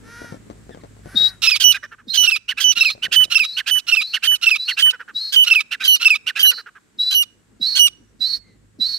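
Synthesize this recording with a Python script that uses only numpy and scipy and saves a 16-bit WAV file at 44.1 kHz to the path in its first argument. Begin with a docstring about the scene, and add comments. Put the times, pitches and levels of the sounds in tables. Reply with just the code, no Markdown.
"""Ringing 'tee' notes, broken falling 'tar' notes and runs of hoarse chucks interlock, close by:
francolins calling from two cages in a field, joined by a thin breathy squeal. A bird's vocal
membrane whistles when it swings regularly and rasps when it swings chaotically.
Soft whines, dull knocks, low rumble and hiss lie underneath; the field returns a faint echo."""
import sys
import numpy as np
from scipy import signal
from scipy.fft import rfft, irfft, next_fast_len
from scipy.io import wavfile

SR = 44100
rng = np.random.default_rng(int(sys.argv[2]) if len(sys.argv) > 2 else 0)


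def persist_wave(psi):
    """Save psi, clipped to +-1, as 16-bit WAV."""
    counts = np.round(np.clip(psi, -1, 1) * 32767).astype(np.int16)
    wavfile.write(sys.argv[1], SR, np.atleast_2d(counts).T)


N = 396018

# low background over time: time_s, bass_db, rumble_db
LOW_LEVELS = [(0.0, -50.5, -49.5), (1.1, -48.5, -59), (1.85, -60.5, -62), (2.37, -65.5, -69),
              (3.2, -60.5, -60.5), (3.62, -70.5, -68.5), (7.05, -74, -64), (7.5, -62, -62.5),
              (7.68, -62, -61.5), (8.9, -57.5, -61.5), (8.98, -65, -61)]
# background noise spectra: freq_hz, gain_db
BASS_SPECTRUM = [(20, -16), (38, -13.5), (52, 2.5), (75, -7.5), (130, -2.5), (200, -7), (400, -37),
                 (2000, -70.5)]
RUMBLE_SPECTRUM = [(20, -23.5), (80, -8.5), (140, -3.5), (240, 2), (330, -4), (450, -6.5), (700, -21.5),
                   (1500, -27), (3000, -36), (8000, -78)]
HISS_SPECTRUM = [(200, -6.5), (900, -2.5), (1600, 1.5), (2600, -4.5), (6000, -9), (7800, -2), (8600, -7.5),
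                 (9500, -12), (12200, -17), (15500, -24.5)]
# hum lines: freq_hz, level_re_bass_db
HUM_LINES = [(52, -2.5), (104, 0)]
# echo decay: freq_hz, t60_s
FIELD_DECAY = [(300, .3), (1500, 1), (3000, 0.32), (6000, 0.53), (14000, 0.089)]
# double knocks: start_s, second_after_s, peak_db
KNOCK_PAIRS = [(.218, 0.027, -22), (.324, 0.02, -19.5), (.501, 0.0092, -22), (.694, 0.014, -23),
               (.748, 0.026, -24.5), (0.837, .011, -26), (1.059, 0.014, -24), (1.207, 0.019, -25),
               (2.952, 0.027, -30.5), (3.051, 0.032, -28.5), (3.206, 0.049, -29)]
# spells of fainter knocks: start_s, end_s
PATTER_SPELLS = [(.1, 1.2), (2.9, 3.35)]
# knock spectrum: freq_hz, gain_db
KNOCK_SPECTRUM = [(40, -13.5), (130, 0.5), (350, -3.5), (650, -5.5), (1100, -19), (2500, -32.5),
                  (6000, -34), (12000, -68)]
# nasal whines: start_s, end_s, pitch_hz, level_db, noise_share
WHINE_NOTES = [(.02, .39, 466, -41, .45), (1.02, 1.38, 385, -43, .7)]
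# falling peeps: start_s, length_s, from_hz, to_hz, level_db
PEEP_NOTES = [(.695, .075, 2000, 1450, -50), (.80, .03, 2300, 1750, -55), (.77, .06, 1300, 900, -59),
              (8.37, .23, 2150, 1980, -63)]
# squeals: start_s, length_s, handover_after_s, pitch_hz, lower_db, upper_db, pan_db, bump_db
SQUEAL_NOTES = [(1.155, .15, 0.13, 3860, -15, -23.5, 10, -30.5),
                (2.08, 0.14, .022, 3880, -29.5, -28, -9, -40),
                (2.775, 0.17, 0.044, 3900, -22.5, -26, 0.5, -47),
                (3.42, .168, 0.11, 3974, -28, -31.5, 4.5, -48),
                (4.005, 0.18, .062, 4030, -28, -33.5, 4.5, -55.5),
                (4.579, 0.18, 0.075, 4020, -28, -28.5, 1, -58),
                (5.145, 0.18, 0.057, 3980, -25, -26, 5, -51.5),
                (5.821, 0.17, 0.048, 3990, -26, -29, -1, -54),
                (6.449, 0.17, .041, 4110, -22, -33.5, -3, -54),
                (6.985, 0.21, 0.16, 4018, -19.5, -29.5, 2.5, -50.5),
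                (7.609, .208, .055, 4020, -20.5, -20.5, -5, -39),
                (8.203, 0.18, 0.06, 4044, -20, -23.5, -6.5, -49.5),
                (8.798, 0.19, .062, 4053, -20.5, -23, -4.5, -36.5)]
# vocal tract filters: freq_hz, gain_db
WHINE_SPECTRUM = [(300, -21), (800, -14), (1100, -16), (1450, -2), (1850, -7), (2600, -20.5), (4500, -22),
                  (6000, -18), (7000, -28.5), (11000, -17), (15000, -45.5)]
BEAK_OPEN = [(200, -52), (500, -20), (780, -24.5), (1100, -13.5), (1450, -12), (2000, -7.5), (2850, 1.5),
             (3600, -0.5), (4400, -7.5), (5800, -13.5), (7200, -21), (10500, -20.5), (15000, -25.5)]
BEAK_HALF_SHUT = [(200, -30.5), (500, -20), (780, -26), (1150, -13.5), (1550, 4), (2200, -17), (3000, -18),
                  (4300, -39.5), (5500, -18), (7500, -33), (15000, -31)]
SQUEAL_GAP = [(300, -25), (1000, -24.5), (1800, -16), (2600, -22), (3400, -21), (4000, 2.5),
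              (4500, -2), (5200, -3), (6200, -17), (7500, -24), (12000, -22), (15500, -22.5)]
# chuck runs: start_s, count, spacing_ratio, top_hz, level_db, closing_chucks, last_fade_db
CHUCK_SERIES = [(1.733, 4, 1, 2485, -24.5, 1.05, -10.5), (2.48, 3, 0.97, 2897, -22.5, 1.6, -15),
                (3.021, 3, 1, 2962, -21, 1.72, -3), (3.565, 3, 1.04, 2965, -20.5, 1.59, -4.5),
                (4.13, 3, 1.005, 2957, -21, 1.58, -2.5), (4.675, 6, 1.005, 2928, -20.5, 1.65, -4),
                (5.708, 2, 0.98, 2780, -23, 1.47, 0), (6.262, 7, 0.99, 2890, -21, 1.5, -10.5)]
# broken notes: lock_s, stretch_ratio, pitch_hz, level_db, harmonic2_db
TAR_NOTES = [(1.471, 0.97, 2594, -15, 0), (2.274, 0.96, 2710, -13, -9), (2.807, 1.033, 2666, -11.5, -12),
             (3.353, 1.0, 2683, -11, -9), (3.922, 1.03, 2685, -11.5, -12), (4.466, 1.0, 2670, -10, -11.5),
             (5.509, 1.042, 2657, -8.5, -15.5), (6.054, 1.075, 2656, -7.5, -15)]
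# ringing notes: lock_s, pitch_hz, sag_hz, level_db, harmonic2_db, upper_harmonics_db
TEE_NOTES = [(1.639, 2955, -5, -10, -9.5, -14.5), (2.174, 2968, 18, -13.5, -8.5, -20),
             (2.64, 2985, 9, -13, -7.5, -26), (3.16, 3002, -3.5, -11, -24.5, -18),
             (3.709, 2993, -8.5, -16, -18, -18), (4.273, 2987, 5, -13.5, -20.5, -20.5),
             (4.824, 2998, 6.5, -10.5, -31, -22.5), (5.361, 2980, 1, -8.5, -25.5, -23),
             (5.877, 2962, 45.5, -10, -18.5, -16), (6.428, 2945, 53, -9.5, -22.5, -13.5),
             (7.146, 2928, 30, -13, -15, -14.5), (7.792, 2926, 12, -9.5, -13, -14.5)]
# caller's head position: time_s, turn_fraction
HEAD_TURNS = [(2.6, 0.18), (3.7, 0.12), (4.8, 0.71), (5.9, 0.98), (7.1, 0.99), (7.8, 0.68)]
# microphone port colour: freq_hz, left_minus_right_db
PORT_BALANCE = [(100, -3), (450, -1.5), (1400, 2.5), (2500, 0.5), (4500, -1.5), (6000, -3), (8500, -0.5),
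                (12000, 1), (15000, 3.5)]

LOCK_S, RELEASE_S = .003, .008  # a whistle locks in, breaks up


def amp(db):
    return 10 ** (np.asarray(db) / 20)


def unit_rms(x):
    return x / np.sqrt(np.mean(x ** 2) + 1e-20)


def at_freq(points, hz):
    """Interpolate over log frequency."""
    freq_hz, value = np.transpose(points)
    return np.interp(np.log(hz + 1), np.log(freq_hz + 1), value)


def colour(x, spectrum, bright_db=0):
    """Filter by a spectrum plus a treble shelf; rms 1."""
    hz = np.fft.rfftfreq(len(x), 1 / SR)
    shelf_db = bright_db * hz ** 4 / (hz ** 4 + 3280.0 ** 4)
    return unit_rms(irfft(rfft(x) * amp(at_freq(spectrum, hz) + shelf_db), len(x)))


def wobble(n, rate_hz):
    """Smooth random drift; rms 1."""
    size = next_fast_len(n + 4096)
    lowpass = np.exp(-(np.fft.rfftfreq(size, 1 / SR) / rate_hz) ** 2)
    return unit_rms(irfft(rfft(rng.standard_normal(size)) * lowpass, size))[:n]


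def stereo_noise(spectrum, spread):
    """Coloured noise, partly shared by both microphones."""
    common = rng.standard_normal(N)
    return np.array([colour(common + spread * rng.standard_normal(N), spectrum) for _ in range(2)])


def gate(t, start_s, end_s, attack_s, release_s):
    return np.clip((t - start_s) / attack_s, 0, 1) * np.clip((end_s - t) / release_s, 0, 1)


def bell(t, centre, width):
    return np.exp(-((t - centre) / width) ** 2)


def phase_rad(hz):
    return 2 * np.pi * np.cumsum(hz) / SR


def place(mix, start_s, sound, pan_db=0, lag_ms=0):
    """Add to the mix; pan_db is left minus right, lag_ms delays the right."""
    size = next_fast_len(len(sound) + 128)
    delay = np.exp(-2j * np.pi * np.fft.rfftfreq(size, 1 / SR) * lag_ms / 1000)
    right = irfft(rfft(sound, size) * delay, size)[:len(sound)]
    part = mix[:, max(round(start_s * SR), 0):][:, :len(sound)]
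    part += np.array([sound * amp(pan_db / 2), right * amp(-pan_db / 2)])[:, :part.shape[1]]


def head_turn(time_s, before, after):
    """Blend two values as the bird turns its head."""
    return before + (after - before) * np.interp(time_s, *np.transpose(HEAD_TURNS))


def tone(hz, harmonics_db, jitter, shimmer_db=0):
    """Regular swing: a harmonic stack; overtones shimmer as the head moves."""
    phase = phase_rad(hz * (1 + jitter * wobble(len(hz), 700)))
    stack = 0
    for k, db in enumerate(harmonics_db, 1):
        sway_db = shimmer_db * wobble(len(hz), 22) if k > 1 else 0
        stack += amp(db + sway_db) * np.sin(k * phase) * (k * hz < SR / 2)
    return np.sqrt(2) * stack


def rasp(hz, beak, bright_db, jitter, air, flutter):
    """Chaotic membrane swing: jittered pulses an octave down, air noise, fast flutter."""
    n = len(hz)
    phase = phase_rad(hz / 2 * (1 + jitter * wobble(n, 855)))
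    pulses = unit_rms(sum(np.cos(k * phase) for k in range(1, 11)))
    source = pulses + air * rng.standard_normal(n)
    return colour(source * np.exp(flutter * wobble(n, 700)), beak, bright_db)


def background(pan_db=2, hiss_fade_db_per_s=1.17):
    """Bass with a wavering hum, soft rumble, and a thin fading hiss that dips briefly."""
    t = np.arange(N) / SR
    time_s, *levels_db = np.transpose(LOW_LEVELS)
    bass_gain, rumble_gain = (amp(np.interp(t, time_s, db)) for db in levels_db)
    hum = sum(amp(db) * tone(hz * (1 + .013 * wobble(N, 5.3)), [0], 0) for hz, db in HUM_LINES)
    bass = bass_gain * (stereo_noise(BASS_SPECTRUM, 1) + hum) * amp(-2.5)
    rumble = rumble_gain * stereo_noise(RUMBLE_SPECTRUM, 1.5) * amp(2 + 2.9 * wobble(N, 18))
    hiss_db = -56 - hiss_fade_db_per_s * t - 10 * bell(t, 2.3, .5)
    hiss = amp(hiss_db) * stereo_noise(HISS_SPECTRUM, 2.3)
    return (bass + rumble) * amp([[pan_db / 2], [-pan_db / 2]]) + hiss


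def field_echo(x, near_db=-21, tail_db=-32):
    """Cage and ground scatter at once; plants and trees return a faint tail."""
    t = np.arange(SR * 3 // 4) / SR
    taps = rng.standard_normal((2, len(t))) * (rng.random((2, len(t))) < .06)
    hz, frame_s, bands = signal.stft(taps, SR, nperseg=256)
    decay = amp(-60 * frame_s / at_freq(FIELD_DECAY, hz)[:, None])
    tail = signal.istft(bands * decay, SR, nperseg=256)[1][:, :len(t)]
    near = taps * np.exp(-t / .0017)
    response = sum(amp(db) * path / np.linalg.norm(path, axis=1, keepdims=True)
                   for db, path in [(near_db, near), (tail_db, tail)])
    return signal.fftconvolve(x, response, axes=1)[:, :N]


def knocks(second_db=-3, patter_per_s=14, patter_db=-36.5):
    """Dead knocks without ring, in pairs amid a fainter patter."""
    out, t = np.zeros((2, N)), np.arange(2048) / SR
    hit_s = t[256]
    blows = []
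    for start_s, after_s, db in KNOCK_PAIRS:
        blows += [(start_s, db), (start_s + after_s, db + second_db)]
    for start_s, end_s in PATTER_SPELLS:
        count = round(patter_per_s * (end_s - start_s))
        blows += [(at_s, patter_db) for at_s in rng.uniform(start_s, end_s, count)]
    for start_s, db in blows:
        scatter = .088 * rng.standard_normal(len(t)) * (t > hit_s) * np.exp(-t / .012)
        knock = colour((t == hit_s) + scatter, KNOCK_SPECTRUM)
        place(out, start_s - hit_s, amp(db) * knock / abs(knock).max(), pan_db=7, lag_ms=.5)
    return out


def bumps(lead_s=.013):
    """A soft, low, falling bump just before each squeal."""
    out, t = np.zeros((2, N)), np.arange(2048) / SR
    hz = 130 + 260 * np.exp(-t / .014)
    swell = np.sin(np.pi * np.sqrt(t / t[-1])) ** 3
    for start_s, *_, db in SQUEAL_NOTES:
        place(out, start_s - lead_s, amp(db) * swell * tone(hz, [0, -17], .068), pan_db=2, lag_ms=.4)
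    return out


def peeps():
    """Faint falling peeps."""
    out = np.zeros((2, N))
    for start_s, length_s, from_hz, to_hz, db in PEEP_NOTES:
        hz = np.linspace(from_hz, to_hz, round(length_s * SR))
        place(out, start_s, amp(db) * np.hanning(len(hz)) * tone(hz, [0, -6, -16], jitter=.047))
    return out


def whines():
    """Soft nasal notes: an arching buzz plus noise, filtered by the throat."""
    out = np.zeros((2, N))
    for start_s, end_s, pitch_hz, db, noise_share in WHINE_NOTES:
        arch = np.sin(np.linspace(0, np.pi, round((end_s - start_s) * SR)))
        buzz = unit_rms(tone(pitch_hz * (.93 + .097 * arch), np.zeros(14), jitter=.03))
        source = (1 - noise_share) * buzz + noise_share * rng.standard_normal(len(arch))
        place(out, start_s, amp(db) * arch * colour(source, WHINE_SPECTRUM), pan_db=-1)
    return out


def squeals(rise_hz=108, upper_ratio=1.079, scoop_hz=45, hiss_db=-14, linger_db=-11):
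    """A rising tone hands over to a higher one; air hisses through the same narrow gap."""
    out = np.zeros((2, N))
    for start_s, length_s, switch_s, pitch_hz, lower_db, upper_db, pan_db, _ in SQUEAL_NOTES:
        t = np.arange(-.015, length_s + .017, 1 / SR)
        n = len(t)
        first_push = .82 + .55 * np.exp(-np.abs(t - .02) / .02)
        swell = gate(t, 0, length_s, .022, .039) * first_push
        handover = np.clip((t - switch_s) / .007 + .5, 0, 1)
        flat_hz = rise_hz * np.clip(1 - t / switch_s, 0, 1) + 90 * np.exp(-np.abs(t) / .012)
        lower = tone(pitch_hz - flat_hz + (8 + 22 * handover) * wobble(n, 160), [0, -36, -38], .008)
        upper_hz = upper_ratio * pitch_hz - scoop_hz * np.exp(-np.abs(t - switch_s) / .0069)
        upper = tone(upper_hz + 14 * wobble(n, 70), [0, -33, -38], .002)
        voices = amp(lower_db) * (1 - handover + amp(linger_db) * handover) * lower
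        voices += amp(upper_db) * handover * upper
        air = colour(rng.standard_normal(n), SQUEAL_GAP) * signal.windows.tukey(n, .45)
        air *= amp((lower_db + upper_db) / 2 + hiss_db)
        place(out, start_s + t[0], swell * voices * np.exp(.25 * wobble(n, 80)), pan_db, lag_ms=.005)
        place(out, start_s + t[0], air, pan_db=-1, lag_ms=-.02)
    return out


def chuck_beats(spacing_s=.092, hurry_s=.027, shut_ratio=.62, sink_per_chuck=.028, shut_db=-10.5):
    """A run starts loud and high, hurries, and sinks as the beak closes."""
    for start_s, count, spacing_ratio, top_hz, db, closing_chucks, fade_db in CHUCK_SERIES:
        for k in range(count):
            shut = 1 - np.exp(-(k / closing_chucks) ** 3)
            pitch_hz = top_hz * (1 - shut * (1 - shut_ratio + sink_per_chuck * k))
            yield start_s, pitch_hz, db + shut_db * shut + fade_db * (k / (count - 1)) ** 5
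            start_s += spacing_ratio * (spacing_s - hurry_s * bell(k, 2.55, 1.3))


def chucks(arch_depth=.18, crest_db=2.5, slide_db=-4):
    """Short arched croaks; a hoarse whistle rings at the crest, then slides down."""
    out = np.zeros((2, N))
    for start_s, pitch_hz, db in chuck_beats():
        opening = np.clip((pitch_hz - 1900) / 950, 0, 1)
        t = np.arange(0, .056 * (.82 + .16 * opening), 1 / SR)
        along = t / t[-1]
        arch = np.abs(np.sin(np.pi * along ** .8))
        bend = 1.04 - arch_depth * (1 - arch)
        wide = rasp(pitch_hz * bend, BEAK_OPEN, -6, jitter=.055, air=.48, flutter=.27)
        # half-shut beak: far slower pulses
        narrow = rasp(.6 * pitch_hz * bend ** 2, BEAK_HALF_SHUT, 0, jitter=.05, air=.5, flutter=.3)
        rough = np.sqrt(opening) * wide + np.sqrt(1 - opening) * narrow
        slide_depth = (.23 + .75 * opening) * rng.uniform(.95, 1.2)
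        slide = np.interp(t, [.024, .033, .052], [1, .75, .62]) ** slide_depth
        whistle_hz = pitch_hz * np.minimum(bend, 1) * slide
        whistle = tone(whistle_hz, [-7 + 7 * opening, -21, -30], jitter=.07 - .027 * opening)
        ring = amp(crest_db) * bell(along, .31, .19) + amp(slide_db) * bell(along, .77, .15)
        note = amp(db - 1) * (ring * whistle + arch ** 1.9 * rough)
        place(out, start_s, note, pan_db=-5 - 1.5 * opening, lag_ms=.01)
    return out


def tars(fall_per_s=2.9, lift=.07, scoop=.07, crack_db=-2, croak_db=-3, leak_db=-11, breath_db=-23):
    """Broken notes: rasp, short whistle, break, falling whistle, closing croak."""
    out = np.zeros((2, N))
    lead_s, break_s, resume_s, end_s, crack_s = .054, .028, .045, .09, .00399  # before stretch
    for lock_s, stretch, pitch_hz, db, harmonic2_db in TAR_NOTES:
        t = np.arange(-lead_s, end_s + .028, 1 / (SR * stretch))
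        # forced notes (strong 2nd harmonic) start harder and stay hoarse
        force = np.clip((harmonic2_db + 10) / 10, 0, 1)
        falling_s = np.clip(t - resume_s, 0, end_s - resume_s)
        fade = amp(-210 * (1.5 - .32 * force) * np.minimum(falling_s, .025))
        whistles = 1.053 * gate(t, 0, break_s, LOCK_S, RELEASE_S)
        whistles += gate(t, resume_s, end_s, LOCK_S, RELEASE_S) * fade
        lead = bell(t, -lead_s * .51, .0135 + .0055 * force)
        starts = bell(t, -crack_s, crack_s) + bell(t, resume_s - crack_s, crack_s)
        stop = bell(t, break_s + .001, 1.1 * crack_s)
        croak = bell(t, end_s + .006, .008)
        ring = whistles + amp(leak_db) * (lead + (starts + croak) / 2)
        hoarse = lead + amp(crack_db) * (starts + stop) + amp(croak_db) * croak + amp(breath_db)
        # rasp lifts the pitch; it gives way as each whistle breaks up
        bend = 1 - fall_per_s * falling_s + lift * (lead + 2 * (starts + croak))
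        bend -= scoop * (stop + bell(t, end_s, 2 * crack_s))
        hz = pitch_hz * bend
        top_db = -18.5 + 25 * np.log10(np.minimum(bend, 1))  # throat damps overtones as pitch falls
        harmonics_db = [0, harmonic2_db - 1.5, top_db - 6.5, top_db - 2.5, top_db - 9]
        clean = tone(hz, harmonics_db, jitter=.0024 + .03 * hoarse, shimmer_db=3)
        rough = rasp(hz, BEAK_OPEN, 8 + .6 * harmonic2_db,
                     jitter=.04 + .04 * force, air=.42 + .4 * force, flutter=.22)
        # period doubling dies while the whistle holds, leaving air
        air = colour(rng.standard_normal(len(t)), BEAK_OPEN, bright_db=5.3)
        held = np.clip((-20 * np.log10(hoarse) - 12) / 8, 0, 1)
        noise = np.sqrt(1 - held) * rough + np.sqrt(held) * air
        noise *= amp(-19.5 + .34 * (db + 10) + 5 * force) * hoarse ** (1 - .28 * force)
        note = amp(db) * ring * clean + noise * gate(t, t[0], t[-1], .003, .012)
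        place(out, lock_s - lead_s * stretch, note, pan_db=head_turn(lock_s, -7.4, -4.8), lag_ms=-.052)
    return out


def tees(lead_s=.041, hold_s=.085, droop_db_per_s=28.5, break_db=-4, leak_db=-16, breath_db=-38):
    """Ringing notes: a rasp snaps into a near-steady whistle, which droops and breaks up."""
    out = np.zeros((2, N))
    t = np.arange(-lead_s, hold_s + .025, 1 / SR)
    lead = gate(t, t[0], LOCK_S, .008, LOCK_S) * (.71 + .4 * bell(t, -lead_s / 2, .013))
    whistle = gate(t, 0, hold_s, LOCK_S, RELEASE_S) * amp(-droop_db_per_s * t)
    ring = whistle + amp(leak_db) * lead
    hoarse = lead + amp(break_db) * bell(t, hold_s + .00067, .0086) + amp(breath_db) * whistle
    overshoot = np.minimum(.02 * np.exp(-t / .009), .045)
    end_drop = np.minimum(.06 * np.exp((t - hold_s) / .0045), .16)
    lead_arch = .03 * lead * np.cos(2 * np.pi * (t / lead_s + .5))
    bend = 1 + overshoot - end_drop + lead_arch
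    for lock_s, pitch_hz, sag_hz, db, harmonic2_db, upper_db in TEE_NOTES:
        hz = pitch_hz * bend - sag_hz * np.clip(t / .051 - .9, -1, 1) + 4 * wobble(len(t), 45)
        harmonics_db = [0, harmonic2_db, upper_db - 1.5, upper_db, upper_db - 5]
        clean = tone(hz, harmonics_db, jitter=.00063 + .029 * hoarse, shimmer_db=3)
        # weak period doubling: lines between the harmonics
        doubling_db = -40 + .43 * (harmonic2_db + 11.5) + head_turn(lock_s, 0, -4.5)
        doubling = amp(doubling_db) * tone(hz / 2, [-5, -59, -6, -53, -11, -70, -7.5], jitter=.002)
        rough = rasp(hz, BEAK_OPEN, head_turn(lock_s, 13, 6.7), jitter=.055, air=.6, flutter=.25)
        rasp_db = -9 + .12 * (harmonic2_db + 16)
        note = amp(db) * (ring * (clean + doubling) + amp(rasp_db) * hoarse * rough)
        place(out, lock_s + t[0], note,
              pan_db=head_turn(lock_s, -10.3, -5.2), lag_ms=head_turn(lock_s, .03, .164))
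    return out


def scene():
    """Birds and their echo over knocks, bumps and background."""
    birds = tees() + tars() + chucks() + squeals() + whines() + peeps()
    return birds + field_echo(birds) + knocks() + bumps() + background()


def record(dry, knee=.65, headroom=.24, cutoff_hz=15750):
    """Microphone port colour, soft overload on peaks, band limit."""
    size = next_fast_len(N + 2048)
    balance_db = at_freq(PORT_BALANCE, np.fft.rfftfreq(size, 1 / SR))
    ported = irfft(rfft(dry, size) * amp(np.array([balance_db, -balance_db]) / 2), size)[:, :N]
    linear = np.clip(ported, -knee, knee)
    limited = linear + headroom * np.tanh((ported - linear) / headroom)
    lowpass = signal.firwin(401, cutoff_hz, window=("kaiser", 8), fs=SR)
    return signal.oaconvolve(limited, lowpass[None], "same", axes=1)


dry = scene()
out = record(dry)
persist_wave(out)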